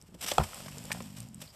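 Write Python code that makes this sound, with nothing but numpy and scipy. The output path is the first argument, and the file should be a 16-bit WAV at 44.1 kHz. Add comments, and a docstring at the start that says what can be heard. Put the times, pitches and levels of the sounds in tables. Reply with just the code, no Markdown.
"""Rams butting in a wood

A ram charges over dry leaves and butts another: scuffs, a hard clack of horns, a body thump.
Then the flock shuffles: hooves knock on the ground, leaves crackle and twigs snap,
over a low pulsing rumble, probably a ram's growl. A far bird chirps at the end."""
import sys
import numpy as np
from scipy import signal
from scipy.io import wavfile
from scipy.ndimage import uniform_filter1d

SR = 44100
rng = np.random.default_rng(int(sys.argv[2]) if len(sys.argv) > 2 else 0)


def inscribe(sig):
    """Save sig as 16-bit PCM at rate SR to the path in sys.argv[1].

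    A 1-D sig is mono; a 2-D sig holds one channel per row.
    Samples are clipped to [-1, 1] before scaling.
    """
    pcm = np.round(np.clip(np.atleast_2d(sig).T, -1, 1) * 32767)
    wavfile.write(sys.argv[1], SR, pcm.astype(np.int16))


N = 68355
T = np.arange(N) / SR


def amp(db):
    """Turns decibels into a number to multiply by."""
    return 10 ** (np.asarray(db) / 20)


def unit(x):
    """Scales a sound to an average strength (rms) of 1."""
    return x / np.sqrt(np.mean(x ** 2) + 1e-20)


def add(mix, start_s, sound):
    """Adds a sound to the mix at the given time."""
    part = mix[max(round(start_s * SR), 0):][:len(sound)]
    part += sound[:len(part)]


def colour(x, points):
    """Shapes a sound's lows and highs to follow (f/Hz, level/dB) points, at strength 1."""
    hz, db = np.transpose(points)
    grid_hz = abs(np.fft.fftfreq(8192, 1 / SR)) + 1
    log_gain = np.log(amp(np.interp(np.log(grid_hz), np.log(hz), db)))
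    response = np.exp(np.conj(signal.hilbert(log_gain)))  # rings after a click, never before
    taps = np.fft.ifft(response).real[:4096]
    return unit(signal.fftconvolve(x, taps)[:N])


def band(x, lo_hz, hi_hz):
    """Softly removes what lies below lo_hz and above hi_hz."""
    return signal.sosfilt(signal.butter(2, [lo_hz, hi_hz], 'band', fs=SR, output='sos'), x)


def hiss(t, lo_hz, hi_hz):
    """Noise between two frequencies, as long as t."""
    return unit(band(rng.standard_normal(len(t)), lo_hz, hi_hz))


def wobble(samples):
    """A random wander; smoothing over more samples makes it slower."""
    return unit(uniform_filter1d(rng.standard_normal(N), size=samples))


def swell(t, peak_s):
    """Rises to 1 at peak_s, then dies away."""
    return (t / peak_s * np.exp(1 - t / peak_s)) ** 1.42


def crackle(per_s, spread_db):
    """Tiny random breaks, a few much louder than the rest."""
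    size = amp(spread_db * np.minimum(rng.exponential(1, N), 4))
    return unit(size * rng.choice([-1, 1], N) * (rng.random(N) < per_s / SR))


def air():
    """A faint, steady, low rush behind everything."""
    # tone of the rush: f/Hz, level/dB
    air_tone = [(20, -20), (60, 14.5), (160, 8), (350, -10), (1000, -9.5), (3000, -24), (8000, -49),
                (12500, -50), (14500, -58)]
    return amp(-60) * colour(rng.standard_normal(N), air_tone)


def leaves():
    """Dry leaves crunch under each sweeping hoof and crackle loosely as the flock stirs them."""
    # hoof sweeps: t/s, length/s, level/dB
    scuffs = [(0.064, 0.021, -65), (.141, 0.0073, -54), (.186, 0.012, -65), (0.208, 0.01, -40),
              (0.223, 0.026, -37.5), (0.261, 0.0051, -35), (.271, 0.016, -38.5), (.283, 0.0088, -35),
              (0.296, 0.026, -38.5), (0.312, 0.011, -47), (0.433, 0.0098, -39.5), (0.667, .004, -60),
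              (0.68, 0.0057, -49), (0.916, 0.0083, -35.5), (1.162, 0.023, -50.5), (1.401, .018, -54),
              (1.414, 0.0093, -43.5)]
    # tone of the crunch: f/Hz, level/dB
    crunch_tone = [(40, -44), (150, -19), (350, -11.5), (600, -3.5), (1000, -3.5), (1950, -2.5), (3200, 2),
                   (4200, -5.5), (5600, 1.5), (6600, -7.5), (7800, 2), (10500, -9.5), (13000, -4),
                   (15000, -27)]
    # stirring of the fallen leaves: t/s, level/dB
    stir = [(0, -69.5), (.17, -68.5), (.23, -50.5), (.35, -44), (.48, -48.5), (.60, -47), (.70, -52),
            (.86, -51), (.96, -49.5), (1.05, -54), (1.14, -59), (1.21, -53.5), (1.31, -66), (1.39, -62.5),
            (1.44, -53.5), (1.52, -63.5), (1.55, -53)]
    # tone of the stirred leaves: f/Hz, level/dB
    rustle_tone = [(100, -2), (330, -6.5), (580, 1), (1600, -8.5), (3100, -3.5), (4100, -9), (5350, -3.5),
                   (6400, -11.5), (7800, -2), (10600, -14.5), (13000, -7.5), (15000, -40)]
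    rise_s, fall_s = 0.0034, 0.0049
    sweeps = np.zeros(N)
    for start, length, db in scuffs:
        rise = np.clip((T - start) / rise_s, 0, 1)
        fall = np.exp(-np.maximum(T - start - length, 0) / fall_s)
        sweeps += amp(db) * rise * fall
    rustle = colour(crackle(per_s=5000, spread_db=5.5) + rng.standard_normal(N), rustle_tone)
    crunch = colour(crackle(per_s=18000, spread_db=3), crunch_tone)
    stir_db = np.interp(T, *np.transpose(stir))
    return sweeps * crunch + amp(stir_db) * rustle


def twigs():
    """Twigs and leaf stalks snap, each with a noisy crack and a short ring."""
    # snaps: t/s, level/dB, f/Hz
    snaps = [(0.0146, -38.5, 5430), (.024, -41.5, 8100), (.2775, -28, 1980), (0.283, -19, 6130),
             (0.315, -15, 3170), (.318, -17.5, 3380), (0.336, -25, 7550), (0.3404, -27, 7900),
             (0.545, -25, 8340), (.661, -34, 5100), (0.7232, -35, 2700), (.783, -26, 7430),
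             (.840, -32, 7460), (.854, -29, 7400), (0.917, -14, 2355), (.9207, -26.5, 8870),
             (0.929, -24, 8150), (1.0235, -35, 7300), (1.169, -38.5, 3930), (1.1857, -36, 7770),
             (1.2035, -25, 8900), (1.2291, -38.5, 7400), (1.287, -40.5, 7280), (1.3454, -31.5, 8100)]
    crack_fade_s, ring_fade_s = 0.00098, 0.0016
    out, t = np.zeros(N), T[:SR // 50]
    for start, db, hz in snaps:
        crack = hiss(t, 0.56 * hz, min(2.1 * hz, 10800)) * np.exp(-t / crack_fade_s)
        ring = np.sin(2 * np.pi * hz * t) * np.exp(-t / ring_fade_s)
        add(out, start, amp(db) * (0.35 * crack + 0.44 * ring))
    return out


def hooves():
    """Hooves hit earth and stones: a quickly fading note with gritty noise around its pitch."""
    # hoof knocks: t/s, level/dB, f/Hz
    knocks = [(0.031, -52, 182), (.086, -46, 168), (.120, -47, 193), (0.142, -38.5, 183), (0.221, -47, 156),
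              (.245, -39, 187), (0.3173, -22.5, 580), (0.323, -48, 98), (.401, -21, 710), (0.41, -32, 1310),
              (0.442, -36, 910), (.487, -49, 74.4), (0.532, -32.5, 1290), (0.577, -42, 1090),
              (.603, -38.5, 600), (.660, -35.5, 634), (.682, -33, 1120), (0.771, -41.5, 460),
              (.849, -39, 500), (0.9017, -31, 1230), (.906, -27.5, 607), (.918, -20.5, 1770),
              (.948, -36.5, 680), (.957, -38.5, 584), (.971, -40.5, 750), (1.0039, -29.5, 1050),
              (1.006, -40, 530), (1.423, -44.5, 574)]
    rise_s, fade_cycles = 0.00077, 3.03
    out, t = np.zeros(N), T[:SR // 10]
    for start, db, hz in knocks:
        grit = hiss(t, 0.55 * hz, 2.2 * hz)
        ring = np.sin(2 * np.pi * hz * t)
        loudness = np.minimum(t / rise_s, 1) * np.exp(-t * hz / fade_cycles)
        add(out, start, amp(db) * loudness * (0.43 * grit + 0.74 * ring))
    return out


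def head_butt():
    """Horns crack together and ring; just after, they grind and the heavy bodies boom."""
    # ringing notes of the horns: f/Hz, level/dB, time to peak/s
    horn_notes = [(510, -21, 0.0026), (771, -10.5, 0.0016), (1282, -17, 0.002), (2550, -27, .0016),
                  (3320, -31, 0.0028), (5900, -32, 0.0007), (7320, -27.5, 0.00092), (9380, -38, 0.0011)]
    # booming notes of the bodies: f/Hz, level/dB, time to peak/s
    body_notes = [(64.6, -25.5, 0.015), (90.8, -31.5, 0.021), (143, -24, 0.0086), (211.6, -34, 0.0166),
                  (360, -39, 0.0078)]
    hit_s = 0.3815
    boom_s = hit_s + 0.005
    out, t = np.zeros(N), T[:SR // 4]
    for start, notes in (hit_s, horn_notes), (boom_s, body_notes):
        for hz, db, peak_s in notes:
            add(out, start, amp(db) * swell(t, peak_s) * np.sin(2 * np.pi * hz * t))
    crack = swell(t, peak_s=0.0012) * hiss(t, 1400, 5000)
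    grind = swell(t, peak_s=0.015) * hiss(t, 372, 1260)
    add(out, hit_s, amp(-29) * crack)
    add(out, boom_s, amp(-35) * grind)
    return out


def growl():
    """Slow pulses and breath, muffled by a closed mouth; the throat rings at a wandering pitch."""
    # course of the growl: t/s, pulse rate/Hz, level/dB, throat f/Hz
    course = [(.52, 44.6, -81, 182), (.59, 45, -51, 187), (.67, 49.5, -47, 144), (.77, 47.5, -49, 144),
              (.82, 60, -48, 145), (.90, 45.7, -46.5, 152), (.95, 60, -47, 189), (1.0, 62.4, -45, 180),
              (1.045, 51, -46, 238), (1.09, 47.5, -48.5, 190), (1.155, 47.2, -48.5, 193),
              (1.19, 58, -47, 116), (1.251, 60.3, -47, 116), (1.29, 46, -51, 216),
              (1.381, 43.6, -46.5, 194), (1.46, 54, -56, 140), (1.55, 93, -79, 149)]
    # tone of the muffled voice: f/Hz, level/dB
    voice_tone = [(25, -53), (55, -3.5), (85, -4), (115, 3.5), (155, 2.5), (235, 3), (290, -9), (380, -18),
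                  (800, -68.5)]
    times, *columns = np.transpose(course)
    pulse_hz, db, throat_hz = (np.interp(T, times, column) for column in columns)
    cycles = np.cumsum(pulse_hz * (1 + 0.028 * wobble(samples=700))) / SR
    pulses = unit(np.diff(np.floor(cycles), prepend=0))  # one click per cycle
    breath = 0.42 * rng.standard_normal(N)
    voice = colour(pulses - pulses.mean() + breath, voice_tone)
    # Slide the throat's pitch down to 0 Hz, smooth, and slide back: a narrow ring is left.
    ring_width_hz = 27
    slide = np.exp(2j * np.pi * np.cumsum(throat_hz) / SR)
    hold = np.exp(-np.pi * ring_width_hz / SR)
    ring = 2 * (slide * signal.lfilter([1 - hold], [1, -hold], voice / slide)).real
    return amp(db) * (T > times[0]) * unit(voice + 1.15 * ring)


def bird():
    """A far bird sings thin, wavering notes, barely above the leaves."""
    # chirps: t/s, length/s, f/Hz, level/dB
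    chirps = [(1.45, .03, 5250, -60), (1.472, 0.013, 4620, -51.5), (1.485, 0.036, 4820, -56)]
    out = np.zeros(N)
    for start, length, hz, db in chirps:
        t = np.arange(0, length, 1 / SR)
        pitch_hz = hz * (1 + 0.06 * wobble(samples=80)[:len(t)])
        note = np.sin(2 * np.pi * np.cumsum(pitch_hz) / SR)
        add(out, start, amp(db) * np.sin(np.pi * t / length) * note)
    return out


def wood_echoes(x):
    """Trunks and rocks throw back many faint, dull echoes."""
    echoes_per_s, first_s, die_away_s = 1500, 0.008, 0.13
    t = T[:SR // 2]
    echoes = rng.standard_normal(len(t)) * (rng.random(len(t)) < echoes_per_s / SR)
    echoes *= (t > first_s) * amp(-60 * t / die_away_s)
    tail = band(echoes, 73, 2400) / np.linalg.norm(echoes)
    return amp(-17.5) * signal.fftconvolve(x, tail)[:N]


def scene():
    """All sits in the middle; only the highs of leaves and twigs spread a little left and right."""
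    direct = leaves() + twigs() + hooves() + head_butt() + growl() + bird()
    middle = direct + wood_echoes(direct) + air()
    side = amp(-23) * band(leaves() + twigs(), 7500, 15000)
    return np.array([middle + side, middle - side])


def record(dry):
    """Cuts off the very highest sounds."""
    top_hz = 15300
    taps = signal.firwin(255, top_hz, window=("kaiser", 9), fs=SR)
    return signal.oaconvolve(dry, taps[None], "same")


dry = scene()
out = record(dry)
inscribe(out)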